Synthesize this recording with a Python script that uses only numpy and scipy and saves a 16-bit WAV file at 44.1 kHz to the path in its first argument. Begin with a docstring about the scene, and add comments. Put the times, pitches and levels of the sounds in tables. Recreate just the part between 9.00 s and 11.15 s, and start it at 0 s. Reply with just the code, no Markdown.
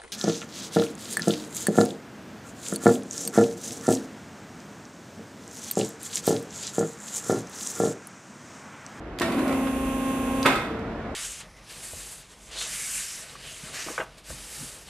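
"""A hydraulic lift table runs for a second in a yard between metal walls, heard by two close microphone ports.
The motor hums at a mains multiple and beats against the tooth tones of a nine-tooth gear pump.
A hand-held button clicks, the contactor slams, and the frame groans and rattles as it takes the load.
On release the button clicks and the table stops with a clank that rings off the walls as decaying noise.
Behind it lie the filtered noise of far traffic and machinery, a low rumble and, late on, a faint drone."""
import sys
import numpy as np
from scipy import signal
from scipy.fft import rfft, irfft
from scipy.io import wavfile
from scipy.ndimage import uniform_filter1d, map_coordinates

SR = 44100
rng = np.random.default_rng(int(sys.argv[2]) if len(sys.argv) > 2 else 0)


def level_to_linear(level):
    """Convert decibel levels to linear amplitude factors, elementwise."""
    exponent = np.asarray(level, float) / 20
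    return 10 ** exponent


def dump_mix(stems):
    """Bounce the given channels to the path in sys.argv[1] as a 16-bit WAV at rate SR."""
    frames = np.atleast_2d(stems).T  # one column per channel
    limited = np.clip(frames, -1, 1)  # hard clip at full scale
    pcm = np.round(limited * 32767).astype(np.int16)
    wavfile.write(sys.argv[1], SR, pcm)


N = 94815
T = np.arange(N) / SR
ON_S, OFF_S = 0.211, 1.457  # the motor gets power, and loses it


def evened(x):
    """Scales a signal to an rms of one."""
    return x / np.sqrt(np.mean(x ** 2) + 1e-20)


def curve(rows, index=1):
    """Draws one column of a timed table as a line over the whole scene."""
    columns = np.transpose(rows)
    return np.interp(T, columns[0], columns[index])


def read(points, hz):
    """Reads a table of values against pitch, on a logarithmic pitch scale."""
    f, value = np.transpose(points)
    return np.interp(np.log(hz + 1), np.log(f + 1), value)


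def coloured(x, points):
    """Filters a signal by a table of gains in dB, mirrored in time so that the ends do not wrap."""
    gain = level_to_linear(read(points, np.fft.rfftfreq(2 * N, 1 / SR)))
    mirrored = np.r_[x, x[::-1]]
    return irfft(rfft(mirrored) * gain, 2 * N)[:N]


def noise(points):
    """White noise coloured by a table and scaled to an rms of one."""
    return evened(coloured(rng.standard_normal(N), points))


def waver(depth_db=1):
    """A slow random wandering of level, depth_db rms."""
    drift = uniform_filter1d(rng.standard_normal(N), size=4000)
    return level_to_linear(depth_db * evened(uniform_filter1d(drift, size=4000)))


def strike(rows, modes, colour, decay, dense_db):
    """Each blow rings the named modes with uneven strength, over a burst of modes too dense to tell apart."""
    mode_scatter = 0.012  # spread of each mode's pitch from blow to blow, as a fraction
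    t, out = np.arange(SR // 3) / SR, np.zeros(N)
    hz, db, t60 = np.transpose(modes)[:, :, None]
    attack = np.minimum(t / 0.00015, 1)
    for start_s, level_db, tilt_db in rows:
        luck = rng.standard_normal((len(modes), 2))
        mode_db = db + tilt_db * np.log2(hz / 1000) + luck[:, :1] - 60 * t / t60
        mode_hz = hz * (1 + mode_scatter * luck[:, 1:])
        ring = (level_to_linear(mode_db) * np.sin(2 * np.pi * mode_hz * t)).sum(0)

        f, frame_s, z = signal.stft(rng.standard_normal(len(t)), SR, nperseg=192)
        colour_db = read(colour, f) + tilt_db * np.log2((f + 300) / 1300)
        decay_db = -60 * frame_s / read(decay, f)[:, None]
        dense = signal.istft(z * level_to_linear(colour_db[:, None] + decay_db), SR, nperseg=192)[1][:len(t)]

        blow = ring / abs(ring).max() + level_to_linear(dense_db) * dense / abs(dense).max()
        part = out[round(start_s * SR):][:len(t)]
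        part += (level_to_linear(level_db) * blow * attack)[:len(part)]
    return out


# Colour of the far yard noise. Each row: pitch in Hz, relative level in dB per Hz.
YARD_COLOUR = [(12, -68), (20, -6.5), (64, -2.5), (157, -5.5), (306, -3), (439, -10.5), (686, -10),
               (811, -15), (1540, -18.5), (2090, -23.5), (15500, -68.5)]
# Level of the yard noise at the microphone. Each row: time in seconds, rms level in dB.
YARD_LEVEL = [(0, -38), (.2, -37.5), (1.0, -36), (1.7, -33.5), (2.15, -34.5)]


def yard():
    """Far traffic and machinery reach the microphone as a dull wash of noise."""
    return noise(YARD_COLOUR) * level_to_linear(curve(YARD_LEVEL))


# A faint drone in the yard. Each row: time in seconds, pitch in Hz, level in dB before the shared lift.
DRONE_PATH = [(1.62, 224.4, -66), (1.72, 224.5, -42), (1.8, 223.4, -41), (1.92, 228.2, -45.5),
              (2.03, 223.8, -47.5)]
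# Harmonics of the drone, from the first multiple to the third: relative level in dB.
DRONE_HARMONICS = [-0.55, 0.12, -7]


def drone():
    """Three harmonics follow one gliding pitch, each wavering by itself."""
    lift_db = 4
    turns = np.cumsum(curve(DRONE_PATH)) / SR
    tone = np.zeros(N)
    for k, db in enumerate(DRONE_HARMONICS, start=1):
        tone += level_to_linear(db + lift_db) * np.sin(2 * np.pi * k * turns) * waver(depth_db=2)
    return tone * level_to_linear(curve(DRONE_PATH, index=2)) * (T > DRONE_PATH[0][0])


# Level of the low rumble. Each row: time in seconds, rms level in dB.
RUMBLE_LEVEL = [(0, -44), (.4, -58), (.6, -48), (.9, -38.5), (1.1, -49), (1.4, -75), (2.15, -47)]


def rumble():
    """A narrow band of low noise swells and fades."""
    hz = 46.8  # pitch from which the band's corners are scaled
    band = [(hz * 0.5, -20), (hz * 1.2, -3), (hz, 0.1), (hz * 1.22, -5), (hz * 2, -40), (20000, -120)]
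    return noise(band) * level_to_linear(curve(RUMBLE_LEVEL))


# Ringing time between the metal walls. Each row: pitch in Hz, time to die by 60 dB in seconds.
WALL_T60 = [(200, 0.83), (1000, 0.64), (4000, 0.68), (10000, 0.48), (15000, 0.56)]


def walls(x):
    """The walls answer with a noise tail, each band dying at its own speed."""
    late_noise = rng.standard_normal(SR) * (np.arange(SR) > 300)  # the first 7 ms stay silent
    hz, t, z = signal.stft(late_noise, SR, nperseg=256)
    tail = signal.istft(z * level_to_linear(-60 * t / read(WALL_T60, hz)[:, None]), SR, nperseg=256)[1]
    return signal.fftconvolve(x, tail / np.linalg.norm(tail))[:N]


# Clicks of the hand-held button. Each row: start in seconds, level in dB, brightness in dB per octave.
BUTTON_CLICKS = [(.1874, -25, -3), (.1982, -19.5, 0), (1.4292, -19, 0), (1.7936, -46, -2)]
# Modes of its plastic case. Each row: pitch in Hz, relative level in dB, time to die by 60 dB in seconds.
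PLASTIC_MODES = [(1950, -4, .012), (3050, -7, .01), (3800, -1, .014), (4600, -1, .012), (5900, -10, .012),
                 (7700, -7, .01), (8700, -10, .008), (10600, -15, .008), (14000, -20, .006)]
# Colour of the plastic snap. Each row: pitch in Hz, relative level in dB per Hz.
SNAP_COLOUR = [(1200, -10), (2000, 0), (4300, 2), (8000, -4), (15000, -12)]
# Decay of the snap. Each row: pitch in Hz, time to die by 60 dB in seconds.
SNAP_DECAY = [(1000, 0.03), (15000, 0.01)]


def button():
    """The button's small plastic case snaps and rings for about a hundredth of a second."""
    return strike(BUTTON_CLICKS, PLASTIC_MODES, SNAP_COLOUR, SNAP_DECAY, dense_db=0.06)


# Colour of dense sheet-metal modes. Each row: pitch in Hz, relative level in dB per Hz.
CRASH_COLOUR = [(150, -22), (320, 2.5), (700, -1.5), (1300, 5.5), (2100, -1.5), (4000, -10), (6000, -20.5),
                (9000, -19.5), (15000, -32.5)]
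# Decay of those modes. Each row: pitch in Hz, time to die by 60 dB in seconds.
CRASH_DECAY = [(300, 0.1), (1500, 0.11), (4000, 0.083), (10000, 0.072)]


def sheet_metal(rows, modes, dense_db):
    """Blows ring a metal part's own modes over the crash of crowded sheet-metal modes."""
    return strike(rows, modes, CRASH_COLOUR, CRASH_DECAY, dense_db)


# The contactor closing and bouncing. Each row: start in seconds, level in dB, brightness in dB per octave.
CONTACTOR_SLAMS = [(.2095, -15, -6), (.2165, -15.5, 3), (.224, -19, 0)]
# Modes of the contactor. Each row: pitch in Hz, relative level in dB, time to die by 60 dB in seconds.
CONTACTOR_MODES = [(258, -9, .2), (340, 5, .09), (651, 0, .32), (1314, -4, .07), (1599, -5, .07),
                   (1825, -2, .08), (2132, -14, .07), (2552, -15, .06), (3300, -14, .035), (3919, -15, .03),
                   (5900, -16, .025)]


def contactor():
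    """The contactor slams shut and bounces, ringing its modes at each contact."""
    return sheet_metal(CONTACTOR_SLAMS, CONTACTOR_MODES, dense_db=-3.0)


# Blows on the steel frame. Each row: start in seconds, level in dB, brightness in dB per octave.
FRAME_KNOCKS = [(.32, -25, 2.5), (.379, -30, -1), (.391, -29, 0.5), (.478, -29.5, 3.5), (.495, -18.5, -16),
                (.525, -29.5, 5), (.67, -28, -3.5), (1.4515, -18, -5.5), (1.4575, -8, -2.5),
                (1.461, -13, 3.5), (1.465, -14.5, -6), (1.477, -17.5, 1.5), (1.505, -19.5, -0.5),
                (1.53, -25, 0.5), (1.556, -26.5, 3)]
# Modes of the frame when struck. Each row: pitch in Hz, relative level in dB, 60 dB decay in seconds.
FRAME_MODES = [(222, -11, .1), (381, -6, .07), (560, -2, .1), (690, 1, .05), (870, -5, .07), (990, -1, .1),
               (1093, -4, .04), (1319, 1, .1), (1700, -9, .07), (2099, -1, .12), (2557, -10, .08),
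               (3634, -10, .07)]


def frame_knocks():
    """The steel frame is knocked as the load comes on, and clanks when the table stops."""
    return sheet_metal(FRAME_KNOCKS, FRAME_MODES, dense_db=0.78)


# Level of the rattle before the low cut. Each row: time in seconds, level in dB.
RATTLE_LEVEL = [(.21, -37.5), (.3, -31.5), (.4, -33.5), (.52, -31), (.6, -38.5), (.75, -43.5),
                (1.45, -44.5), (1.47, -26.5), (1.6, -43.5), (1.75, -43.5)]


def rattle():
    """Loose joints chatter into the frame while the load settles; each joint rings it a little differently."""
    taps_per_s, spread_db = 1500, 2.5  # all joints together; mean excess of a tap's level
    joints = FRAME_MODES * 3
    t, out = np.arange(SR // 4) / SR, np.zeros(N)
    for hz, db, t60 in joints:
        tapped = rng.random(N) < taps_per_s / len(joints) / SR
        taps = level_to_linear(spread_db * np.minimum(rng.exponential(1, N), 4)) * tapped
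        # duller than a blow, and dying 2.5 times as fast
        ring_db = db - 6.6 * np.log2(hz / 1000) - 150 * t / t60
        ring = level_to_linear(ring_db) * np.sin(2 * np.pi * hz * rng.uniform(0.88, 1.12) * t)
        out += signal.oaconvolve(taps, ring)[:N]
    return evened(out) * level_to_linear(curve(RATTLE_LEVEL)) * (T > ON_S)


# Level of the frame's groan as pressure builds. Each row: time in seconds, rms level in dB.
SURGE_LEVEL = [(.3, -52), (.38, -25.5), (.46, -31), (.52, -45), (.62, -48.5)]


def surge():
    """The frame groans as pressure builds: a rough band of low noise while the load comes on."""
    hz = 306  # strongest pitch of the groan
    band = [(20, -90), (hz * 0.35, -17), (hz * 0.94, -4), (hz, 0.1), (hz * 1.08, -6), (hz * 2, -30),
            (20000, -120)]
    return noise(band) * level_to_linear(curve(SURGE_LEVEL))


SHAFT_HZ = 29.725  # full speed
BEAT_S = 0.991  # hum and first tooth tone crest together here


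def running(rise_s):
    """Strength of a motor sound: it rises from switch-on and dies away after switch-off."""
    stop_s = 0.082
    rise = 1 - np.exp(-np.maximum(T - ON_S, 0) / rise_s)
    return rise * np.exp(-np.maximum(T - OFF_S, 0) / stop_s)


def shaft_turns():
    """Turns of the shaft as it runs up to speed, counted from the moment BEAT_S."""
    spin_s, slip = 0.036, 0.22  # time constant of the run-up; fraction of speed missing at the start
    speed_hz = SHAFT_HZ * (1 - slip * np.exp(-np.maximum(T - ON_S, 0) / spin_s))
    turns = np.cumsum(speed_hz) / SR
    return turns - turns[round(BEAT_S * SR)]


def mains_hum():
    """The motor's iron hums steadily at a mains multiple."""
    hum_hz, peak_db = 239.98, -30
    return level_to_linear(peak_db) * running(0.017) * waver() * np.cos(2 * np.pi * hum_hz * (T - BEAT_S))


# Pump pressure as heard. Each row: time in seconds, tooth-tone level in dB before the shared lift,
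# brightness in dB per octave (scaled down for the turn pattern).
PUMP_LOAD = [(.21, -48, -8), (.3, -36, -8), (.365, -33, -6), (.38, -26.5, -3.5), (.46, -26.5, -4),
             (.475, -30, -4), (.497, -23.5, -2.5), (.53, -25, -2.5), (.6, -27.5, -3), (.75, -29, -1.5),
             (1.0, -30, 0), (1.456, -30, 0), (1.475, -26, -9), (1.518, -27, -9), (1.56, -75, -9)]
# Harmonics of the tooth tone. Each row: multiple of the tooth rate, relative level in dB.
TOOTH_HARMONICS = [(1, 0), (2, -10), (3, -17), (4, -8.5), (5, -28), (6, -23), (7, -27), (8, -25), (9, -30),
                   (10, -23.5), (11, -29), (12, -29.5), (13, -35), (14, -35), (15, -37), (16, -41),
                   (17, -41), (18, -42), (19, -42), (20, -44), (21, -42), (22, -38), (23, -38), (24, -40),
                   (25, -42), (26, -35), (27, -40), (28, -42), (29, -41), (30, -40), (31, -33), (32, -41),
                   (33, -35), (34, -36), (35, -36), (36, -40), (37, -39), (38, -33), (39, -37), (40, -37)]


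def pump_teeth(turns):
    """Each tooth of the gear pump pushes a pulse of oil, giving harmonics of the tooth rate."""
    teeth, lift_db = 9, 3.5
    level_db, bright_db = curve(PUMP_LOAD) + lift_db, curve(PUMP_LOAD, index=2)
    tone = np.zeros(N)
    for k, db in TOOTH_HARMONICS:
        octaves = min(np.log2(k), 2)  # brightness stops growing after two octaves
        phase = (k > 1) * rng.random()
        tone += level_to_linear(level_db + db + bright_db * octaves) * np.cos(2 * np.pi * (k * teeth * turns + phase))
    return tone * waver() * (T > ON_S)


# Shaft orders before load brightness and random spread. Each row: pitch in Hz, rms level of an order in dB.
TURN_ORDERS = [(40, -65.5), (400, -53), (1200, -71.5), (2600, -66), (3600, -72.5), (5000, -88), (7000, -82),
               (10000, -76), (13500, -80), (15500, -86)]


def turn_pattern(turns):
    """Unevenness of the rotating parts: a fixed random waveform that repeats every turn."""
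    spread_db = 5
    order = np.arange(2049)
    hz = order * SHAFT_HZ
    size = level_to_linear(read(TURN_ORDERS, hz) + spread_db * rng.standard_normal(2049))
    size = size * (hz < 15900) * (order > 0)
    # the factors make size the rms of each order
    cycle = irfft(size * np.exp(2j * np.pi * rng.random(2049))) * 2048 * np.sqrt(2)
    pattern = map_coordinates(cycle, [turns % 1 * 4096], order=3, mode="grid-wrap")
    return running(0.09) * pattern * level_to_linear(0.28 * curve(PUMP_LOAD, index=2))


# Colour of oil and fan noise. Each row: pitch in Hz, relative level in dB per Hz.
HISS_COLOUR = [(250, 9), (600, 3.5), (1200, -17), (2800, 5.5), (4000, -21), (5400, -11), (7000, -9.5),
               (8200, -9.5), (9000, -13.5), (10200, -1.5), (11800, -35), (13500, -8), (15500, -48)]


def oil_hiss():
    """Oil and fan noise: coloured noise that starts and stops with the motor."""
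    full_rms_db = -46.5
    return running(0.0067) * level_to_linear(full_rms_db) * noise(HISS_COLOUR)


def motor():
    """Motor and pump on one shaft: mains hum, tooth tones, a pattern that repeats every turn, and hiss."""
    turns = shaft_turns()
    return mains_hum() + pump_teeth(turns) + turn_pattern(turns) + oil_hiss()


# Level balance of the two microphone ports. Each row: pitch in Hz, left minus right in dB.
PORT_LEAN = [(60, 0), (180, 0), (550, 0.1), (1650, -1), (4970, -4), (15000, -8)]
# Unlike part of the two ports. Each row: pitch in Hz, gain in dB.
PORT_APART = [(60, -43), (130, -34), (290, -21), (640, -13), (1410, -8.5), (3100, -2.5), (6820, 1),
              (15000, -5.5)]


def ports(mid, clicks):
    """Two close microphone ports: a smeared part of opposite sign sets them apart, more so as pitch rises."""
    smear_s = 0.018  # decay time constant
    smear = rng.standard_normal(4000) * np.exp(-np.arange(4000) / SR / smear_s)
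    smeared = signal.fftconvolve(mid - 0.4 * clicks, smear / np.linalg.norm(smear))[:N]
    side = coloured(smeared, PORT_APART)
    left = coloured(mid, np.array(PORT_LEAN) * [1, 0.5])
    right = coloured(mid, np.array(PORT_LEAN) * [1, -0.5])
    return np.array([left + side, right - side])


def scene():
    """All sources meet at the microphone, with blows, button and a little of the motor sent to the walls."""
    blows = contactor() + frame_knocks() + rattle()
    # the blows carry little below 150 Hz
    blows = signal.sosfilt(signal.butter(2, 150, "high", fs=SR, output="sos"), blows)
    clicks, unit = button(), motor()
    echoes = level_to_linear(-3) * walls(blows + 0.86 * clicks + 0.08 * unit)
    background = yard() + drone() + rumble()
    return ports(background + echoes + clicks + blows + surge() + unit, clicks)


def roll_off(x):
    """The treble ends steeply here."""
    return signal.sosfilt(signal.butter(12, 16460, fs=SR, output="sos"), x)


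# Band limits of the microphone. Each row: pitch in Hz, gain in dB.
MICROPHONE_BAND = [(15, -30), (40, 0), (15350, 0), (15750, -70)]


def record(dry):
    """The microphone limits the band of each port, and a short fade closes both ends."""
    fade_s = 0.004
    fade = np.clip(np.minimum(T, T[::-1]) / fade_s, 0, 1)
    mix = np.array([coloured(port, MICROPHONE_BAND) for port in dry]) * fade
    return roll_off(mix)


dry = scene()
out = record(dry)
dump_mix(out)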